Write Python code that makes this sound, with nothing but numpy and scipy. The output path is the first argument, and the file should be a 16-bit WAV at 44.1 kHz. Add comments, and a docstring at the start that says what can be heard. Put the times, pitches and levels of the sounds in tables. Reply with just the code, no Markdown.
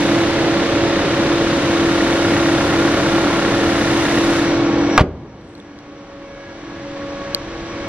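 """A four-cylinder petrol engine idles fast in a showroom, heard from just over the open engine bay.
Shaped noise pulses with its firings, cam cover modes and a tappet ring, and injector pulses brighten the hiss.
Harmonics make two beating fan drones and the alternator's whine. Blows on modes slam the bonnet; the camera's
gain control ducks and creeps back up on the muffled engine, until a sharp click on the camera knocks it down."""
import sys
import numpy as np
from scipy import signal
from scipy.fft import rfft, irfft, next_fast_len
from scipy.io import wavfile

SR = 44100
rng = np.random.default_rng(int(sys.argv[2]) if len(sys.argv) > 2 else 0)


def master(y):
    """Save y as 16-bit WAV."""
    cut = np.clip(np.atleast_2d(y).T, -1, 1)
    pcm = np.round(cut * 32767)  # scale
    wavfile.write(sys.argv[1], SR, pcm.astype(np.int16))


N = 347507
TIME = np.arange(N) / SR

# engine speed: (time [s], firing rate [1/s])
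ENGINE_SPEED = [(0, 33.22), (.9, 33.28), (1.7, 33.42), (2.4, 33.32), (3.0, 33.22), (3.5, 33.11),
                (4.2, 33.19), (4.7, 33.3), (6.5, 33.3), (7.88, 33.4)]
# noise zones of the bay, rumble, air rush, clatter, rasp, hiss: centre [Hz]
BAY_ZONE_CENTRES = [90, 400, 1500, 4200, 9500]
# noise spectrum of the open bay before the gain of each zone: (frequency [Hz], density [dB per Hz])
BAY_SPECTRUM = [(14, -67), (28, -54), (45, -61), (90, -50), (240, -48.5), (315, -46), (430, -49.5),
                (900, -54), (1750, -57), (2500, -62), (3900, -66.5), (4500, -70), (6500, -76), (7800, -84),
                (8600, -81.5), (9700, -87.5), (11000, -86), (14500, -110)]
# stereo width of diffuse sound: (frequency [Hz], side minus mid [dB])
STEREO_WIDTH = [(60, -33), (110, -32), (200, -23), (380, -16), (690, -13), (1280, -9.5), (2370, -5),
                (4360, 1), (8050, 7.5), (14800, 10.5)]
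# valve train contacts in every firing: (share of the firing period [1], relative level [dB])
VALVE_CONTACTS = [(.8, -5.5), (1, 0), (.11, -9), (.24, -6), (.5, -9.5)]
STRIKE_JITTER_S, STRIKE_UNEVEN_DB = .0004, 0.7
# cam cover modes: (frequency [Hz], relative level [dB], t60 [s])
COVER_MODES = [(668, -37.5, 0.055), (906, -46, 0.04), (1050, -43, .025), (1256, -42.5, 0.013),
               (1400, -34, 0.027), (1660, -42, 0.015), (1880, -41.5, 0.019), (2860, -43.5, 0.016),
               (3600, -44, 0.014), (3890, -46, .02)]

# tappet knock: (time [s], level [dB])
KNOCK_LEVEL = [(0, -1.5), (1.1, -1.5), (1.45, -7), (1.9, 2), (3.1, -1), (3.95, 2), (4.05, 5), (4.15, 7.5),
               (4.19, -4), (4.6, -10), (4.98, -12), (5.05, -26)]
# tappet ring: (frequency [Hz], relative level [dB])
TAPPET_MODES = [(1830, -21.5), (2850, -32.5), (3600, -31)]
# strength of the knock at each cylinder in turn: relative level [dB]
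CYLINDER_STRENGTH = [-1, -0.12, 2.2, -1.5]
KNOCK_AT = .83  # share of the firing period
KNOCK_RISE_S, KNOCK_UNEVEN_DB, KNOCK_PITCH_SPREAD = .0012, 1.3, .025  # pitch spread as a fraction

# speeds of the slow and the fast fan: (time [s], rotation rate [1/s])
SLOW_FAN_SPEED = [(0, 41.56), (3.6, 41.52), (4.9, 41.45), (6.2, 41.46), (7.0, 41.4), (7.88, 41.2)]
QUICK_FAN_SPEED = [(0, 47.93), (3.6, 47.91), (4.9, 47.78), (6.2, 47.62), (7.0, 47.78), (7.88, 47.9)]
# harmonics of the two seven-bladed fans and of the firing hum: (multiple of the rate [1], relative level [dB])
SLOW_FAN_ORDERS = [(2, -29), (3, -14.5), (5, -12.5), (7, 0.5), (10, -25), (11, -17), (12, -21), (14, -16.5),
                   (17, -22), (19, -18.5)]
FAST_FAN_ORDERS = [(3, -17), (5, -22.5), (7, 0), (9, -24), (10, -16.5), (11, -13), (14, -17.5), (19, -24.5),
                   (21, -25), (29, -20)]
FIRING_ORDERS = [(1, -49), (2, -46), (6, -41), (8, -51), (9, -33), (10, -31)]
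# left minus right level of the tones, heard from the belt side
SIDE_BALANCE_DB = -2.0
# alternator whine: (harmonic [1], level at the belt side [dB], gain across the bay [dB],
# gain over the cover [dB], level when shut [dB], gain at the grille [dB])
WHINE_HARMONICS = [(1, -30, -6.5, 3.5, -33, 1.5), (2, -46, 7, 6, -42, 4), (3, -48.5, 8, -3, -43.5, 0.5),
                   (4, -48.5, 8, 1, -45.5, -1.5)]
# swells of each whine harmonic in the standing waves of bay and hall: (time [s], level [dB])
STANDING_SWELLS = [
    [(2.3, 2.5), (3.9, -1), (5.0, -3), (5.75, -3), (6.25, 6.5), (6.5, 1), (6.66, -8), (6.85, 4),
     (7.15, 6.5), (7.42, 0), (7.62, -11), (7.82, 1.5)],
    [(2.0, 0), (2.8, -5), (3.45, 1), (4.1, -5), (4.6, 2), (5.5, 0), (5.85, 4), (6.25, 1.5), (6.55, -6),
     (6.76, 3), (6.87, -5), (7.03, 5), (7.5, 1), (7.85, -1.5)],
    [(2.9, -1), (4.1, 3), (4.7, -6), (5.0, 6), (5.5, -8), (5.7, 3), (5.95, -12), (6.2, -2), (6.48, 9),
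     (6.6, -4), (6.72, 7), (6.92, -9), (7.22, 5), (7.45, -5)],
    [(3.5, 3), (4.2, 0), (5.0, 1), (6.15, -1.5), (6.35, 5), (6.7, -2), (7.15, 0.5), (7.7, 1), (7.85, 9.5)],
]
WHINE_PER_FIRING = 16.71  # whine fundamental over firing rate
# thin whistle: (time [s], pitch [Hz])
WHISTLE_PITCH = [(0, 5600), (2.3, 5630), (3.6, 5685), (4.6, 5685), (6.8, 5665), (7.15, 5710), (7.5, 5675),
                 (7.88, 5650)]
# spurts of the whistle while the bonnet falls: (time [s], level [dB])
SPURT_LEVEL = [(4.43, 0), (4.48, 9), (4.56, 2), (4.6, -7), (4.665, 8), (4.695, -5), (4.735, 7), (4.8, 1),
               (4.88, 5), (4.96, 11), (5.05, 0)]
# fan hum through the grille: (time [s], level [dB])
GRILLE_LEVEL = [(0, -75), (6.3, -62), (6.8, -43), (7.3, -38.5), (7.6, -36.5), (7.88, -46)]

# place of the camera, 0 at the belt side to 1 in front of the fans: (time [s], place [1])
CAMERA_PLACE = [(0, 0.87), (.4, 0.26), (.8, 0.038), (1.3, 0.27), (2.2, 0.78), (3.5, 0.5), (4.0, 1)]
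OVER_COVER_S, HOVER_S = 3.08, 1  # hovering over the cam cover
LOWER_S, LOWERING_TAKES_S = 4.376, 0.33  # the bonnet swings down between engine and camera
SHUT_S, SEALING_TAKES_S = 4.98, .07  # then it seals
BACK_AWAY_S, BACKING_TAKES_S = 6.26, 0.7  # the camera backs away until the grille faces it

# latch strikes and bonnet landing:
# (time [s], level [dB], pitch above which the contact is soft [Hz], rattle relative to the blow [dB])
LATCH_BLOWS = [(4.9777, 12, 9000, -6.5), (4.9832, 12, 700, -20), (4.9858, 8, 600, -18),
               (4.9937, 10, 1500, -9), (4.9957, 10.5, 1500, -11), (5.0025, -9, 9000, -4),
               (5.0052, 1.5, 5000, -6), (5.0085, 11, 900, -8)]
BONNET_BLOWS = [(5.0075, 27.5, 1500, -19)]
# modes of the latch, then the bonnet's dead thud and ringing panel: (frequency [Hz], relative level [dB], t60 [s])
LATCH_MODES = [(306, -10, 0.068), (496, -18, .05), (630, -7.5, 0.067), (760, -4.5, .05), (930, -2.5, 0.033),
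               (1180, 3.5, 0.022), (1266, -7, 0.023), (1410, -2.5, 0.024), (1620, -5, .03),
               (1900, -15, 0.016), (2720, -34, 0.026), (3360, -21, 0.015)]
BONNET_MODES = [(71, -4.5, 0.045), (121, -6, 0.038), (167, -23, 0.22), (264, -20.5, 0.2), (381, -29, 0.2),
                (477, -42, 0.2), (640, -42, 0.2)]
SEAL_CUT_HZ = 610  # the rubber seals soften the bonnet's blow above this pitch
# decay of the showroom: (frequency [Hz], t60 [s])
SHOWROOM_DECAY = [(60, 0.68), (250, 1.0), (1000, 0.3), (4000, 0.26), (12000, 0.089)]

# clicks on the camera body: (time [s], level [dB], ring [Hz], rise [s])
BODY_CLICKS = [(5.412, -23, 4200, .0003), (5.45, -28, 4000, .0003), (5.5517, -18, 4250, .001),
               (5.5801, -20, 5000, .0002), (5.6005, -18, 3500, .001), (5.7892, -13, 4500, 0.00016),
               (7.3476, 9.5, 4450, 0.00027), (7.349, -13, 4370, .0013), (7.3494, -13, 420, 0.00081)]
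# overtones of the camera's shell: (multiple of the ring pitch [1], relative level [dB])
SHELL_OVERTONES = [(1, 0), (1.35, -15), (1.92, -18), (2.88, -26)]
BRUSH_S, BRUSH_TAKES_S = 5.54, .1  # fingers brush the camera
CUTOFF_HZ = 16000


def engine_noise(firings):
    """Amplitude modulation: valve pulses make air, clatter and rasp throb; injector pulses tick in rasp and hiss."""
    valves = strokes(firings, delay=.77, rise=0.15, uneven_db=1.3)
    injectors = strokes(firings, delay=0.14, rise=0.06, uneven_db=1.2)

    rumble = heard(open_db=-0.5, across_db=1.0, cover_db=1, lowered_db=-2.0, shut_db=-8.0, grille_db=3.0)
    rumble = rumble * bay_noise(0, direct=0.45)

    air = heard(open_db=.5, across_db=-2.0, cover_db=1.4, lowered_db=0.0, shut_db=-8.5, grille_db=-1.0)
    air = air * rms_one(1 + 0.088 * valves) * bay_noise(1, direct=.6)

    clatter_gain = heard(open_db=-1.2, across_db=0.44, cover_db=1.0, lowered_db=-3.5, shut_db=-7.5, grille_db=1.0)
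    clatter_noise = from_db(-1.0) * rms_one(1 + 0.12 * valves) * bay_noise(2, direct=.4)
    clatter = clatter_gain * (clatter_noise + cover_rings(firings))

    rasp = heard(open_db=1, across_db=0.3, lowered_db=-5.5, shut_db=-9.5, grille_db=2.5)
    rasp = rasp * rms_one(1 + 0.085 * valves + 0.19 * injectors) * bay_noise(3, direct=0.17)

    hiss = heard(open_db=-6.0, across_db=7.5, cover_db=1.5, lowered_db=-25, shut_db=-21.0, grille_db=-2)
    hiss = hiss * rms_one(1 + 0.37 * injectors) * bay_noise(4, direct=.1)
    return rumble + air + clatter + rasp + hiss


def bay_noise(zone, direct):
    """Spectral shaping and interaural phase: the direct share of one noise zone leads at the right microphone."""
    size = next_fast_len(N)
    hz = np.arange(size // 2 + 1) * SR / size
    share = at_hz([(f, k == zone) for k, f in enumerate(BAY_ZONE_CENTRES)], hz)
    colour = from_db(at_hz(BAY_SPECTRUM, hz)) * np.sqrt(share * SR / 2)
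    mid, scattered = rfft(rng.standard_normal((2, size))) * colour
    direct = np.clip(direct, 0, 1)
    # a side signal in quadrature with the mid delays the left in phase
    side = np.sqrt(1 - direct ** 2) * scattered - 1j * direct * mid
    side = from_db(at_hz(STEREO_WIDTH, hz)) * side
    return irfft(np.array([mid + side, mid - side]), size)[:, :N]


def strokes(firings, delay, rise, uneven_db):
    """Periodic excitation: one uneven pulse per firing; delay and rise are shares of the firing period."""
    turn = firings - delay + 1
    strength = from_db(uneven_db * rng.standard_normal(int(turn[-1]) + 1))
    age = turn % 1 / rise
    return strength[turn.astype(int)] * age * np.exp(1 - age)


def cover_rings(firings):
    """Modal excitation: valve contacts tap the cam cover in fixed order; right above it the low modes gain."""
    count = np.arange(int(firings[-1]))
    strike_s = np.concatenate([np.interp(count + share, firings, TIME) for share, _ in VALVE_CONTACTS])
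    strike_db = np.repeat([db for _, db in VALVE_CONTACTS], len(count))
    strikes = len(strike_s)
    rings = 0
    for hz, db, t60 in COVER_MODES:
        # every mode takes the taps a little differently
        taps = np.zeros(N)
        tap_s = strike_s + STRIKE_JITTER_S * rng.standard_normal(strikes)
        at = np.clip((tap_s * SR).astype(int), 0, N - 1)
        tap_db = strike_db + STRIKE_UNEVEN_DB * rng.standard_normal(strikes)
        taps[at] = from_db(tap_db) * rng.choice([-1, 1], strikes)
        lean_db = -2.5 + 3.9 * swell(OVER_COVER_S, HOVER_S)
        if hz >= 1550:
            lean_db = -lean_db
        rings = rings + from_db(db + lean_db) * rms_one(ring(taps, hz, t60))
    gain = heard(open_db=1.0, across_db=1.3, cover_db=1.3, lowered_db=-13.0, shut_db=-15.0)
    return two_ports(gain * rings, lag_s=.00007)


def tappet_knock(firings):
    """Damped resonance: a dry tick in every firing, uneven between cylinders and never quite at the same pitch."""
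    out = np.zeros(N + SR)
    chances = rng.standard_normal((int(firings[-1]), 1 + len(TAPPET_MODES)))
    for k, chance in enumerate(chances):
        at = round(np.interp(k + KNOCK_AT, firings, TIME) * SR)
        tick = 0
        for (hz, db), detune in zip(TAPPET_MODES, chance[1:]):
            pitch = hz * (1 + KNOCK_PITCH_SPREAD * detune)
            tick = tick + from_db(db) * ping(.02, KNOCK_RISE_S, pitch)
        strength_db = CYLINDER_STRENGTH[k % len(CYLINDER_STRENGTH)] + KNOCK_UNEVEN_DB * chance[0]
        out[at:at + len(tick)] += from_db(strength_db) * tick
    return two_ports(from_db(in_time(KNOCK_LEVEL)) * out[:N], lag_s=.00006)


def ping(length_s, rise_s, hz):
    """Critically damped envelope: a sine swells quickly and dies away."""
    t = TIME[:int(length_s * SR)]
    return t / rise_s * np.exp(1 - t / rise_s) * np.sin(2 * np.pi * hz * t)


def engine_tones(firings):
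    """Beating: the blade tones of two unequal fans interfere over the firing hum and the alternator's whine."""
    slow = heard(open_db=-28.0, across_db=5.5, lowered_db=1.5, shut_db=-31, grille_db=-2)
    slow = slow * from_db(-8 * swell(peak_s=7.6, width_s=0.24))  # a quiet spot in front of the car
    slow = slow * standing_wave(node_s=7.53, spacing_s=1.13, echo=.5 * ramp(SHUT_S, SEALING_TAKES_S))
    slow_turns = turns_of(in_time(SLOW_FAN_SPEED))
    slow = slow * rotor(slow_turns, SLOW_FAN_ORDERS, waver_db=1.1, waver_rate=9, jitter=0.18)

    fast = heard(open_db=-20.5, across_db=-0.4, lowered_db=-0.9, shut_db=-31.5, grille_db=-4.0)
    fast = fast * standing_wave(node_s=0.89, spacing_s=2.6, echo=0.19)
    fast_turns = turns_of(in_time(QUICK_FAN_SPEED))
    fast = fast * rotor(fast_turns, FAST_FAN_ORDERS, waver_db=0.5, waver_rate=14, jitter=0.09)

    hum = heard(open_db=-1.5, shut_db=-6.5)
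    hum = hum * rotor(firings, FIRING_ORDERS, waver_db=3.0, waver_rate=5.6, jitter=0.32)

    balance_db = SIDE_BALANCE_DB * (1 - ramp(start_s=0.39, length_s=1.3))
    tones = two_ports(slow + fast + hum + whine(firings), lag_s=.00007)
    return tones * from_db([balance_db / 2, -balance_db / 2])


def rotor(turns, orders, waver_db, waver_rate, jitter):
    """Fourier series: harmonics of a turning part, each wavering in level and phase (jitter in radians)."""
    out = 0
    for multiple, db in orders:
        phase = 2 * np.pi * (round(multiple) * turns + rng.random()) + jitter * drift(4.1)
        level = from_db(db + waver_db * drift(waver_rate))
        out = out + np.sqrt(2) * level * np.sin(phase)
    return out


def whine(firings):
    """Fixed transmission ratio: the belt-driven alternator follows the engine; its tones swell as the camera moves."""
    out = 0
    for harmonic, swells in zip(WHINE_HARMONICS, STANDING_SWELLS):
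        k, open_db, across_db, cover_db, shut_db, grille_db = harmonic
        gain = heard(open_db, shut_db, across_db, cover_db, grille_db=grille_db)
        gain = gain * from_db(in_time(swells))
        tone = rotor(WHINE_PER_FIRING * firings, [(k, 0)], waver_db=1.25, waver_rate=10, jitter=.16)
        out = out + gain * tone
    return out


def whistle():
    """Frequency and amplitude modulation: a thin high engine whistle flutters and comes in spurts."""
    phase = 2 * np.pi * turns_of(in_time(WHISTLE_PITCH) + 7 * drift(8))
    flutter = rms_one(1 + .35 * drift(18))
    tone = flutter * np.sqrt(2) * np.sin(phase + 0.5 * drift(30))
    gain = heard(open_db=-55.0, across_db=8.0, shut_db=-49.5, grille_db=0.5) * from_db(in_time(SPURT_LEVEL))
    return two_ports(gain * tone, lag_s=.00005)


def grille_hum():
    """Radiation through an opening: the fast fan's upper harmonics sound out in front of the car."""
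    turns = turns_of(in_time(QUICK_FAN_SPEED))
    tones = rotor(turns, [(10, 1), (14, -5)], waver_db=1.0, waver_rate=4, jitter=.3)
    return from_db(in_time(GRILLE_LEVEL)) * tones


def slam():
    """Impact and damping: the latch clanks, then the bonnet booms down on soft seals and its panel shudders."""
    latch = struck(LATCH_BLOWS, LATCH_MODES, rattle_s=0.0071, low_hz=550, high_hz=2550)
    bonnet = struck(BONNET_BLOWS, BONNET_MODES, rattle_s=0.037, low_hz=130, high_hz=600)
    bonnet = band(bonnet, low_hz=60, high_hz=SEAL_CUT_HZ)
    direct = two_ports(latch + bonnet, lag_s=.00004)
    return direct + showroom(from_db(-1.0) * latch + from_db(-2.0) * bonnet)


def struck(hits, modes, rattle_s, low_hz, high_hz):
    """Modal excitation by impact: hard or soft blows ring the main modes and a noisy, quickly dying rattle."""
    blows, shakes = np.zeros((2, N))
    for s, db, soft_hz, rattle_db in hits:
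        at = round(s * SR)
        push = np.exp(-2 * np.pi * soft_hz * TIME[:SR // 100])
        blows[at:at + len(push)] += from_db(db) * push / push.sum()
        shakes[at] = from_db(db + rattle_db)
    rings = sum(from_db(db) * ring(blows, hz, t60) for hz, db, t60 in modes)
    # rattle_s is the time constant of the decay
    burst = signal.lfilter([1], [1, -np.exp(-1 / (rattle_s * SR))], shakes + 1e-18)
    return rings + burst * rms_one(band(rng.standard_normal(N), low_hz, high_hz))


def showroom(x):
    """Diffuse reverberation: octaves of decaying noise; the bass is nearly alike at both microphones."""
    t, response = TIME[:int(1.5 * SR)], 0
    for low in 30 * 2 ** np.arange(9):
        hz = low * np.sqrt(2)
        mid, side = band(rng.standard_normal((2, len(t))), low, 2 * low)
        pair = mid + from_db(at_hz(STEREO_WIDTH, hz)) * side * [[1], [-1]]
        response = response + pair * np.exp(-np.log(1000) * t / at_hz(SHOWROOM_DECAY, hz))
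    response = response * (1 - np.exp(-t / 0.0089)) / np.sqrt(SR)  # echoes build up gradually
    return signal.fftconvolve(x[None], response, axes=1)[:, :N]


def hall_boom(level_db, t60_s, low_hz, high_hz):
    """Exponential decay: a band of the slam rolls on in the far parts of the hall."""
    dying = np.exp(-np.log(1000) * np.maximum(TIME - SHUT_S, 0) / t60_s)
    dying = ramp(SHUT_S, SEALING_TAKES_S) * dying
    return from_db(level_db) * dying * rms_one(band(rng.standard_normal(N), low_hz, high_hz))


def camera_clicks():
    """Inharmonic partials: short plastic pings right beside the microphones, with a little grit."""
    out = np.zeros(N)
    t = TIME[:SR // 40]
    for s, db, hz, rise in BODY_CLICKS:
        tone = sum(from_db(level_db) * np.sin(2 * np.pi * multiple * hz * t)
                   for multiple, level_db in SHELL_OVERTONES)
        grit = 0.04 * rng.standard_normal(len(t))
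        envelope = (t / rise * np.exp(1 - t / rise)) ** 2
        at = round(s * SR)
        out[at:at + len(t)] += from_db(db) * envelope * (tone + grit)
    return two_ports(out, lag_s=.00009)


def handling():
    """Friction noise: the grip rumbles as the camera is carried backwards, and fingers brush its shell once."""
    rumble = rms_one(band(rng.standard_normal(N), 24, 90))
    rumble = from_db(-37.5) * ramp(start_s=5.6, length_s=0.89) * rumble
    rub = rms_one(band(rng.standard_normal(N), 7000, 9400))
    rub = from_db(-52 + 2.5 * drift(40)) * swell(BRUSH_S, BRUSH_TAKES_S) * rub
    return rumble + rub


def heard(open_db, shut_db, across_db=0, cover_db=0, lowered_db=0, grille_db=0):
    """Distance and insertion loss: gain follows the camera, then the falling bonnet shades and shuts in the source."""
    in_view = open_db + across_db * in_time(CAMERA_PLACE) + cover_db * swell(OVER_COVER_S, HOVER_S)
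    in_view = in_view + lowered_db * ramp(LOWER_S, LOWERING_TAKES_S)
    enclosed = shut_db + grille_db * ramp(BACK_AWAY_S, BACKING_TAKES_S)
    shut = ramp(SHUT_S, SEALING_TAKES_S)
    return from_db((1 - shut) * in_view + shut * enclosed)


def standing_wave(node_s, spacing_s, echo):
    """Interference: a tone meets its own echo, and the moving camera passes a node at even intervals."""
    return np.abs(1 - np.clip(echo, 0, .9) * np.exp(2j * np.pi * (TIME - node_s) / spacing_s))


def two_ports(x, lag_s):
    """Interaural time difference: the left microphone hears the sound a little after the right."""
    return np.array([np.interp(TIME - lag_s, TIME, x), x])


def ring(clicks, hz, t60):
    """Damped oscillator: a unit click sets a decaying sine of initial height 1 ringing."""
    r, w = np.exp(-np.log(1000) / (t60 * SR)), 2 * np.pi * hz / SR
    return signal.lfilter([0, np.sin(w)], [1, -2 * r * np.cos(w), r * r], clicks + 1e-18)


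def band(x, low_hz, high_hz):
    """Band-pass filtering: keeps the pitches between two limits."""
    limits = [low_hz, min(high_hz, .45 * SR)]
    return signal.sosfilt(signal.butter(2, limits, "band", fs=SR, output="sos"), x)


def drift(rate):
    """Low-passed noise: a smooth random course of rms 1 that changes about rate times a second."""
    # drawn at every 40th sample, after a run-in of 2000 steps
    r = np.exp(-80 * np.pi * rate / SR)
    slow = signal.lfilter([1], [1, -2 * r, r * r], rng.standard_normal(N // 40 + 2002))[2000:]
    return np.interp(np.arange(N) / 40, np.arange(len(slow)), rms_one(slow))


def turns_of(rate):
    """Phase as the integral of frequency, in turns."""
    return np.cumsum(rate) / SR


def ramp(start_s, length_s):
    """Linear transition: rises evenly from 0 to 1 and stays there."""
    return np.clip((TIME - start_s) / length_s, 0, 1)


def swell(peak_s, width_s):
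    """Gaussian envelope: rises smoothly to 1 and falls back."""
    return np.exp(-((TIME - peak_s) / width_s) ** 2)


def in_time(rows):
    """Linear interpolation: a curve table at every sample."""
    s, value = np.transpose(rows)
    return np.interp(TIME, s, value)


def at_hz(points, hz):
    """Logarithmic pitch scale: a spectrum read between its points."""
    f, value = np.transpose(points)
    return np.interp(np.log(hz + 0.00089), np.log(f), value)


def from_db(db):
    """Decibel law: amplitude ratio of a level."""
    return 10 ** (np.asarray(db) / 20)


def rms_one(x):
    """Effective value: scales a signal to rms 1."""
    return x / np.sqrt(np.mean(x ** 2) + 1e-20)


def scene():
    """Superposition: engine, slam, hall, clicks and handling add."""
    firings = turns_of(in_time(ENGINE_SPEED))
    engine = engine_noise(firings) + tappet_knock(firings) + engine_tones(firings) + whistle() + grille_hum()
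    echo = hall_boom(level_db=-15.5, t60_s=2.45, low_hz=58, high_hz=176)
    echo = echo + hall_boom(level_db=-15.0, t60_s=3.0, low_hz=210, high_hz=420)
    echo = echo + hall_boom(level_db=-24, t60_s=2.2, low_hz=700, high_hz=1050)
    return engine + slam() + echo + camera_clicks() + handling()


def gain_control(x, threshold_db, range_db, attack_s, release_db_per_s):
    """Compression: peaks over the threshold pull the gain down quickly, within a range; it creeps back steadily."""
    peak_db = 20 * np.log10(np.abs(x).max(axis=0) + 1e-9)
    excess = np.clip(peak_db - threshold_db, 0, range_db)
    recovery = release_db_per_s * TIME
    held = np.maximum.accumulate(excess + recovery) - recovery
    r = np.exp(-1 / (attack_s * SR))
    return x * from_db(-signal.lfilter([1 - r], [1, -r], held))


def record(dry):
    """Compression, saturation towards full scale, and a low-pass that cuts the top off."""
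    levelled = gain_control(dry, threshold_db=2.5, range_db=20.5, attack_s=0.0063, release_db_per_s=7.0)
    clipped = levelled / (1 + levelled ** 4) ** (1 / 4)
    return signal.sosfilt(signal.cheby2(12, 60, CUTOFF_HZ, fs=SR, output="sos"), clipped)


dry = scene()
out = record(dry)
master(out)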